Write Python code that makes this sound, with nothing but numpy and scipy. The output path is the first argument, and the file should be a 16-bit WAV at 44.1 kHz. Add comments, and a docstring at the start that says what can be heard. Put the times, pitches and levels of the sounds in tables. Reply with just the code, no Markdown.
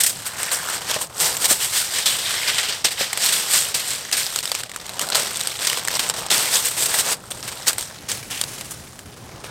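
"""Aluminium foil is unrolled over a board on a lawn, torn off and smoothed by hand, heard close and near-mono.
Strokes, collapsing folds and pulls drive thousands of tiny creases: each buckle cracks, rings its facet
for milliseconds and spreads as a noisy wash. Single dents snap through as loud millisecond bursts.
Hand and roll knock the board now and then (damped sine plus thud).
Underneath lies a soft, fluttering outdoor rumble of coloured noise."""
import sys
import numpy as np
from scipy import signal
from scipy.fft import rfft, irfft
from scipy.io import wavfile
from scipy.ndimage import uniform_filter1d

SR = 44100
rng = np.random.default_rng(int(sys.argv[2]) if len(sys.argv) > 2 else 0)


def transcribe(u):
    """Save the signal u as a 16-bit wav file named by the first command-line argument.

    u: samples, shape (n,) or (channels, n), limited to [-1, 1]; the rate is SR.
    q: integer samples, one column per channel.
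    """
    v = np.clip(np.atleast_2d(u).T, -1, 1)
    q = np.round(v * 32767).astype(np.int16)
    wavfile.write(sys.argv[1], SR, q)


N = 418950


def undb(db):
    """Decibels to amplitude gain."""
    return 10 ** (np.asarray(db) / 20)


def unit(x):
    """Scale to rms 1."""
    return x / np.sqrt(np.mean(x ** 2))


def curves(table):
    """Each column of a timed table, interpolated per sample."""
    time_s, *columns = np.transpose(table)
    return [np.interp(np.arange(N) / SR, time_s, column) for column in columns]


def add(track, start_s, sound):
    """Mix a short sound into the track in place."""
    start = max(int(start_s * SR), 0)
    track[start:start + len(sound)] += sound[:N - start]


def response(points, size=2048):
    """Minimum-phase impulse response of a (Hz, dB) colour, via the folded cepstrum."""
    hz, db = np.transpose(points)
    grid_hz = np.maximum(np.arange(size // 2 + 1) * SR / size, 1)
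    gain_db = np.interp(np.log(grid_hz), np.log(hz), db)
    cepstrum = irfft(np.log(undb(gain_db)))
    cepstrum[1:size // 2] *= 2
    cepstrum[size // 2 + 1:] = 0
    return irfft(np.exp(rfft(cepstrum)))


def colour(x, points):
    """Filter a sound by a (Hz, dB) colour."""
    return signal.oaconvolve(x, response(points))[:len(x)]


def band(x, hz, kind, order=2):
    """Zero-phase Butterworth filter: neighbouring bands add up flat."""
    sos = signal.butter(order, hz, kind, fs=SR, output="sos")
    return signal.sosfiltfilt(sos, x, padlen=0)


def steady(x, window_s):
    """Hold the running rms at 1."""
    power = np.abs(uniform_filter1d(x ** 2, int(window_s * SR)))
    return x / np.sqrt(power + 1e-9)


def wander(per_s):
    """Random drift of rms 1, linear between per_s random points a second."""
    steps = rng.standard_normal(int(per_s * N / SR) + 2)
    return unit(np.interp(np.arange(N) * per_s / SR, np.arange(len(steps)), steps))


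def scatter(kicks, decay_s):
    """Each kick spreads as bending waves that die away: noise carrying the kick's energy."""
    keep = np.exp(-2 / (decay_s * SR))
    energy = signal.lfilter([1 - keep], [1, -keep], kicks ** 2 + 1e-18)
    return np.sqrt(energy) * rng.standard_normal(len(kicks))


# colour of the open air: (frequency [Hz], relative gain [dB])
AIR_COLOUR = [(15, -56), (25, -16.5), (120, -1.5), (250, -11), (840, -18.5), (1040, -28), (8830, -41)]
# swell of the rumble: (time [s], relative level [dB])
BREEZE_SWELL = [(0, -2), (4.2, -4.5), (9.5, 3)]
AIR_DB, FLUTTER_RMS_DB = -44.5, 1.5


def outdoors():
    """Low, fluttering rumble with faint hiss: coloured noise, almost the same in both channels."""
    swell_db, = curves(BREEZE_SWELL)
    mid = unit(colour(rng.standard_normal(N), AIR_COLOUR))
    side = unit(colour(rng.standard_normal(N), AIR_COLOUR))
    side = band(side, 155, "highpass", order=1)  # long waves reach both ports alike
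    stereo = mid + undb(-19) * side * np.array([[1], [-1]])
    return stereo * undb(AIR_DB + swell_db + FLUTTER_RMS_DB * wander(22))


# bumps on the board: (time [s], level of the ring before onset and decay [dB], ring [Hz])
BOARD_BUMPS = [(0.963, -19.5, 613), (1.511, -16, 563), (2.847, -23, 812), (3.009, -21.5, 553),
               (6.319, -22, 779)]


def bumps(size=4096):
    """Hand and roll knock the board under the foil: a damped ring plus a low noise thud."""
    out, t = np.zeros(N), np.arange(size) / SR
    onset = 1 - np.exp(-t / 0.00012)
    for time_s, db, hz in BOARD_BUMPS:
        board = np.sin(2 * np.pi * hz * t) * np.exp(-t / 0.0085)
        noise = unit(band(rng.standard_normal(size), 1200, "lowpass", order=1))
        thud = noise * np.exp(-t / 0.0056)
        add(out, time_s, (board + 1.3 * thud) * onset * undb(db))
    return band(out, 120, "highpass", order=1)


# colour of the sheet, also used by crinkle: (frequency [Hz], relative gain [dB])
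FOIL_COLOUR = [(88, -40), (150, -12), (270, -14.5), (480, -7), (2450, -5), (3350, -2), (5360, -3.5),
               (6510, -5), (8300, 2.5), (10400, -10), (13700, -9), (16000, -22)]
# a sliding or tearing sheet hisses densely, a pinched or loose one crackles; also used by crinkle:
# (time [s], base buckling rate [1/s])
BUCKLING_RATE = [(1.0, 1240), (1.7, 2840), (3.9, 2940), (4.4, 400), (6.2, 525), (6.35, 2270), (7.13, 2120),
                 (7.25, 596), (8.3, 1300)]
# dents snapping through: (time [s], peak [dB], ring [Hz])
DENT_SNAPS = [(0.431, -6, 8400), (0.942, -7, 2900), (1.368, -7, 7400), (1.455, -3, 8400), (1.985, -9, 1900),
              (3.13, -6, 2100), (3.174, -5, 3300), (4.114, -11, 3000), (4.36, -4, 6900), (4.388, -3, 4300),
              (4.455, -8, 5200), (4.476, -13, 3800), (4.517, -3, 4700), (4.55, -7, 2530),
              (4.635, -12, 1500), (4.716, -16, 1900), (4.761, -12, 1300), (4.865, -16, 7000),
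              (4.893, -13, 4000), (4.994, -4, 2900), (5.014, -7, 3200), (5.088, -11, 4200),
              (5.101, -9, 1400), (5.155, -3, 1400), (5.358, -12, 3600), (5.406, -10, 4000),
              (5.411, -7, 3790), (5.472, -4, 10200), (5.699, -5, 3000), (5.73, -6, 2040), (5.85, -9, 8000),
              (5.875, -8, 2100), (5.883, -5, 1800), (6.09, -9, 8000), (6.098, -2, 7500), (6.264, -13, 830),
              (7.731, -10, 12600), (7.782, -7, 8600), (7.809, -14, 7000), (7.826, -11, 8600),
              (8.116, -8, 6200), (8.377, -13, 3000), (8.413, -3, 9600), (8.438, -8, 4800),
              (8.61, -14, 11700), (8.991, -22, 1800)]
CRACK_S = 0.00067  # time to the height of the burst envelope


def snaps(size=2048):
    """A larger dent gives way in a millisecond burst that rings its facet; less wash where the foil is pinched."""
    out, t = np.zeros(N), np.arange(size) / SR
    rate, = curves(BUCKLING_RATE)
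    burst = t / CRACK_S * np.exp(-t / CRACK_S)
    for time_s, db, hz in DENT_SNAPS:
        crack = unit(burst * rng.standard_normal(size))
        facet = unit(burst * np.sin(2 * np.pi * hz * t))
        freedom = np.sqrt(rate[int(time_s * SR)] / rate.mean())
        wash = unit(scatter(burst, decay_s=0.0045)) * freedom
        dent = colour(crack + 0.55 * facet + undb(-1) * wash, FOIL_COLOUR)
        add(out, time_s, dent / np.abs(dent).max() * undb(db))
    return out


def ring(hz, cycles, size=1024):
    """Brief ring of one facet: a sine that decays to 1/e in the given cycles."""
    t = np.arange(size) / SR
    return unit(np.sin(2 * np.pi * hz * t) * np.exp(-t * hz / cycles))


def avalanches(per_s, decay_s):
    """Strain lets go in random slips, each dying down exponentially."""
    slips = (rng.random(N) < per_s / SR) * rng.exponential(size=N)
    return signal.lfilter([1], [1, -np.exp(-1 / (decay_s * SR))], slips)


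def creases(rate, count=24):
    """Creases buckle at random, more strongly in an avalanche; most are tiny, a few large."""
    samples = np.interp(np.arange(int(rate.sum() / SR)), np.cumsum(rate) / SR, np.arange(N))
    chance = rng.random((len(samples), 3))
    where = np.minimum(samples + chance[:, 0] * SR * .01, N - 1).astype(int)
    strength = np.minimum(-np.log(1 - chance[:, 1]), 4.5)
    freedom = (rate / rate.mean()) ** .6
    surge = avalanches(per_s=55, decay_s=0.0078)[where]
    sizes = undb(3.4 * strength) * np.sqrt(0.46 * freedom[where] + surge ** 2)

    # each facet gives a broad, quickly damped colour and takes a changing share
    facet = (chance[:, 2] * count).astype(int)
    ringing = sizes ** .6  # large buckles crack more than they ring
    rings = 0
    for k, hz in enumerate(np.geomspace(420, 14000, count)):
        pushes = np.bincount(where[facet == k], ringing[facet == k], N) * undb(4.33 * wander(16))
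        rings = rings + signal.oaconvolve(pushes, ring(hz, cycles=2.5) * np.sqrt(hz))[:N]

    kicks = unit(np.bincount(where, sizes, N))
    cracks = 0.19 * kicks + scatter(kicks, decay_s=0.0054)
    wash = scatter(kicks, decay_s=0.03)
    # a freely sliding sheet rings on; fingers that pinch it damp it
    out = cracks + freedom * (undb(-0.5) * unit(rings) + undb(4.5) * wash)
    return steady(out, window_s=0.044)


# foil drawn taut: (start [s], end [s], nominal ring at mid-span [Hz], lift setting [dB])
TAUT_STRETCHES = [(0.15, 0.847, 1630, 8.5), (1.874, 2.796, 3214, 5), (2.221, 2.677, 1852, 6.5),
                  (8.283, 8.451, 2900, 8.5)]
TAUT_SAG_OCT_PER_S, TAUT_WAVER_RMS_OCT = 0.3, 0.09


def resonances(x):
    """Each taut stretch lifts one broad band, which sinks as the free foil lengthens and wavers as it flexes."""
    out = x.copy()
    for start_s, end_s, hz, db in TAUT_STRETCHES:
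        span = slice(int(start_s * SR), int(end_s * SR))
        since_middle_s = np.arange(N)[span] / SR - (start_s + end_s) / 2
        shift_oct = TAUT_WAVER_RMS_OCT * wander(17)[span] - TAUT_SAG_OCT_PER_S * since_middle_s
        centre_hz = hz * 2 ** shift_oct
        # shift the band to 0 Hz, low-pass, shift back
        turn = np.exp(2j * np.pi * np.cumsum(centre_hz) / SR)
        keep = np.exp(-np.pi * hz / 2.8 / SR)  # Q 2.8
        rung = 2 * np.real(turn * signal.lfilter([1 - keep], [1, -keep], x[span] / turn))
        add(out, start_s, rung * signal.windows.tukey(len(rung)) * (undb(db) - 1))
    return out


# Moves: level is that of the creases before CRINKLE_DB; wrinkles are relative to it.
# steady sliding and rustling: (time [s], level [dB], fine wrinkles [dB])
SLIDING = [(0.14, -37, 0), (1.04, -34, -4), (1.08, -54, -2), (1.17, -41, 3), (1.92, -32, -0.5),
           (2.64, -23, -6.5), (2.85, -40, -6), (3.32, -28, -7), (4.72, -41, -4.5), (5.38, -31, 0),
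           (7.07, -40, -21), (7.21, -50, 1), (7.45, -35.5, -1), (8.03, -44, -4), (8.54, -38, 1.5),
           (8.98, -49.5, 0.5), (9.5, -45.5, -6)]
# hand brushes over the sheet: (time of height [s], level [dB], swell [s], fine wrinkles [dB])
HAND_STROKES = [(0.27, -29, 0.011, 7), (0.536, -24, 0.023, 5.5), (1.019, -32, 0.019, 9),
                (1.215, -23, 0.018, 4), (1.258, -22, 0.066, 2.5), (1.514, -18, 0.024, 5),
                (1.637, -24, 0.044, 3), (1.779, -21, 0.055, 1.5), (1.979, -22, 0.059, -4.5),
                (2.315, -26, 0.11, -4.5), (2.489, -19.5, 0.021, -4), (3.017, -20, 0.037, -6),
                (3.265, -18.5, 0.059, -0.5), (3.56, -19, 0.06, 3.5), (3.915, -27.5, 0.058, 2),
                (4.395, -32, 0.081, 1), (5.673, -21, 0.057, -2), (5.992, -23, 0.083, -1.5),
                (6.189, -30, 0.028, 1.5), (6.558, -20, 0.039, 3), (6.668, -24, 0.031, 5)]
FADE_PER_SWELL = 1.2
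# a fold collapses, its creases settle: (time of height [s], level [dB], settling [s], fine wrinkles [dB])
FOLD_CRUMPLES = [(0.037, -20, 0.022, 6), (0.065, -21, 0.028, 8), (0.385, -29, 0.26, 0),
                 (2.06, -18, 0.09, -1), (2.584, -16, 0.019, -9), (2.688, -22, 0.059, -7),
                 (2.847, -14, 0.025, -3), (2.91, -24, 0.03, -3), (3.326, -21.5, 0.089, 3),
                 (3.745, -23, 0.081, 1), (4.127, -18, 0.029, -2), (4.171, -21, 0.097, 0),
                 (5.007, -26, 0.04, 1), (5.122, -24, 0.07, -8), (5.151, -19, 0.08, -1),
                 (6.305, -18, 0.2, 0), (7.309, -31.5, 0.017, 5), (7.479, -28, 0.023, 0),
                 (7.671, -25, 0.034, 4), (7.783, -31, 0.062, 2.5), (8.089, -26.5, 0.074, 0.5),
                 (8.304, -30.5, 0.13, -1), (8.711, -38, 0.014, 12), (9.442, -36.5, 0.039, -2.5)]
COLLAPSE_S = 0.0035
# pull until the foil gives way or tears: (time it gives [s], level [dB], build-up [s], fine wrinkles [dB])
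FOIL_PULLS = [(0.015, -20, 0.039, 3.5), (0.765, -29, 0.14, 1), (0.915, -21, 0.034, -4),
              (0.966, -26, 0.041, -5), (1.461, -21, 0.047, 3.5), (4.607, -31, 0.17, -2),
              (5.784, -27.5, 0.032, -1), (6.855, -23, 0.088, 5), (7.007, -22, 0.13, 3),
              (7.131, -24, 0.11, 1.5), (7.687, -16.5, 0.017, 0.5)]
GIVE_WAY_S = 0.014


def effort():
    """Levels [dB] of creases and fine wrinkles: strokes, crumples and pulls add power to the sliding."""
    t = np.arange(N) / SR
    slide_db, fine_db = curves(SLIDING)
    creasing = undb(slide_db) ** 2
    wrinkling = undb(slide_db + fine_db) ** 2
    moves = [(s, db, swell_s, FADE_PER_SWELL * swell_s, fine) for s, db, swell_s, fine in HAND_STROKES]
    moves += [(s, db, COLLAPSE_S, settle_s, fine) for s, db, settle_s, fine in FOLD_CRUMPLES]
    moves += [(s, db, build_s, GIVE_WAY_S, fine) for s, db, build_s, fine in FOIL_PULLS]
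    for time_s, db, rise_s, fall_s, wrinkle_db in moves:
        near = slice(max(int((time_s - .5) * SR), 0), int((time_s + 1) * SR))
        since_s = t[near] - time_s
        # Gaussian rise, exponential fall
        decay = np.where(since_s < 0, (since_s / rise_s) ** 2, since_s / fall_s)
        power = (undb(db) * np.exp(-decay)) ** 2
        creasing[near] += power
        wrinkling[near] += power * undb(wrinkle_db) ** 2
    return 10 * np.log10(creasing), 10 * np.log10(wrinkling)


# flexing of the broad panels: (time [s], level over the middle range before push loss [dB])
PANEL_FLEX = [(0.0, -12), (0.4, -4), (1.3, -3), (1.7, -12.5), (4.3, -10.5), (5.1, -0.5), (5.4, -10),
              (6.2, -4), (6.7, -10.5), (7.1, -1.5), (8.35, -7.5), (9.5, 4)]
# colour of the last rustles, once the hands have left: (frequency [Hz], relative gain [dB])
SETTLING_COLOUR = [(120, -33), (200, 2), (2600, 5), (8740, 4.5), (16000, -9)]
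LET_GO_S, CRINKLE_DB = 7.9, -1.18
PANEL_LOSS_DB_PER_DB, RATE_GAIN_DB_PER_DB = 0.48, 0.44  # per dB of sudden effort


def crinkle():
    """Broad panels, middling creases and fine wrinkles share each buckle; the hand sets their balance."""
    work_db, wrinkle_db = effort()
    rate, = curves(BUCKLING_RATE)
    panel_db, = curves(PANEL_FLEX)
    # a sudden push folds the foil more often; easing off leaves the broad panels
    push_db = work_db - uniform_filter1d(work_db, int(.5 * SR))
    clicks = creases(rate * undb(RATE_GAIN_DB_PER_DB * push_db))
    handled = unit(colour(clicks, FOIL_COLOUR))
    settling = unit(colour(clicks, SETTLING_COLOUR))
    sheet = resonances(np.where(np.arange(N) / SR < LET_GO_S, handled, settling))

    edges_hz = [1400, 6500]
    panels = band(sheet, edges_hz[0], "lowpass", order=3)
    middle = band(sheet, edges_hz, "bandpass", order=3)
    wrinkles = band(sheet, edges_hz[1], "highpass", order=3)
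    panels_db = work_db + panel_db - PANEL_LOSS_DB_PER_DB * push_db
    parts = [(panels, panels_db), (middle, work_db), (wrinkles, wrinkle_db)]
    return sum(steady(part, window_s=0.205) * undb(db + CRINKLE_DB) for part, db in parts)


def scene():
    """The foil lies straight ahead, with no walls to echo it."""
    return outdoors() + bumps() + snaps() + crinkle()


TOP_HZ = 15900


def record(dry):
    """The recorder clips at full scale, then cuts the treble above TOP_HZ."""
    limited = np.clip(dry, -1, 1)
    return signal.sosfilt(signal.ellip(10, .1, 80, TOP_HZ, fs=SR, output="sos"), limited)


dry = scene()
out = record(dry)
transcribe(out)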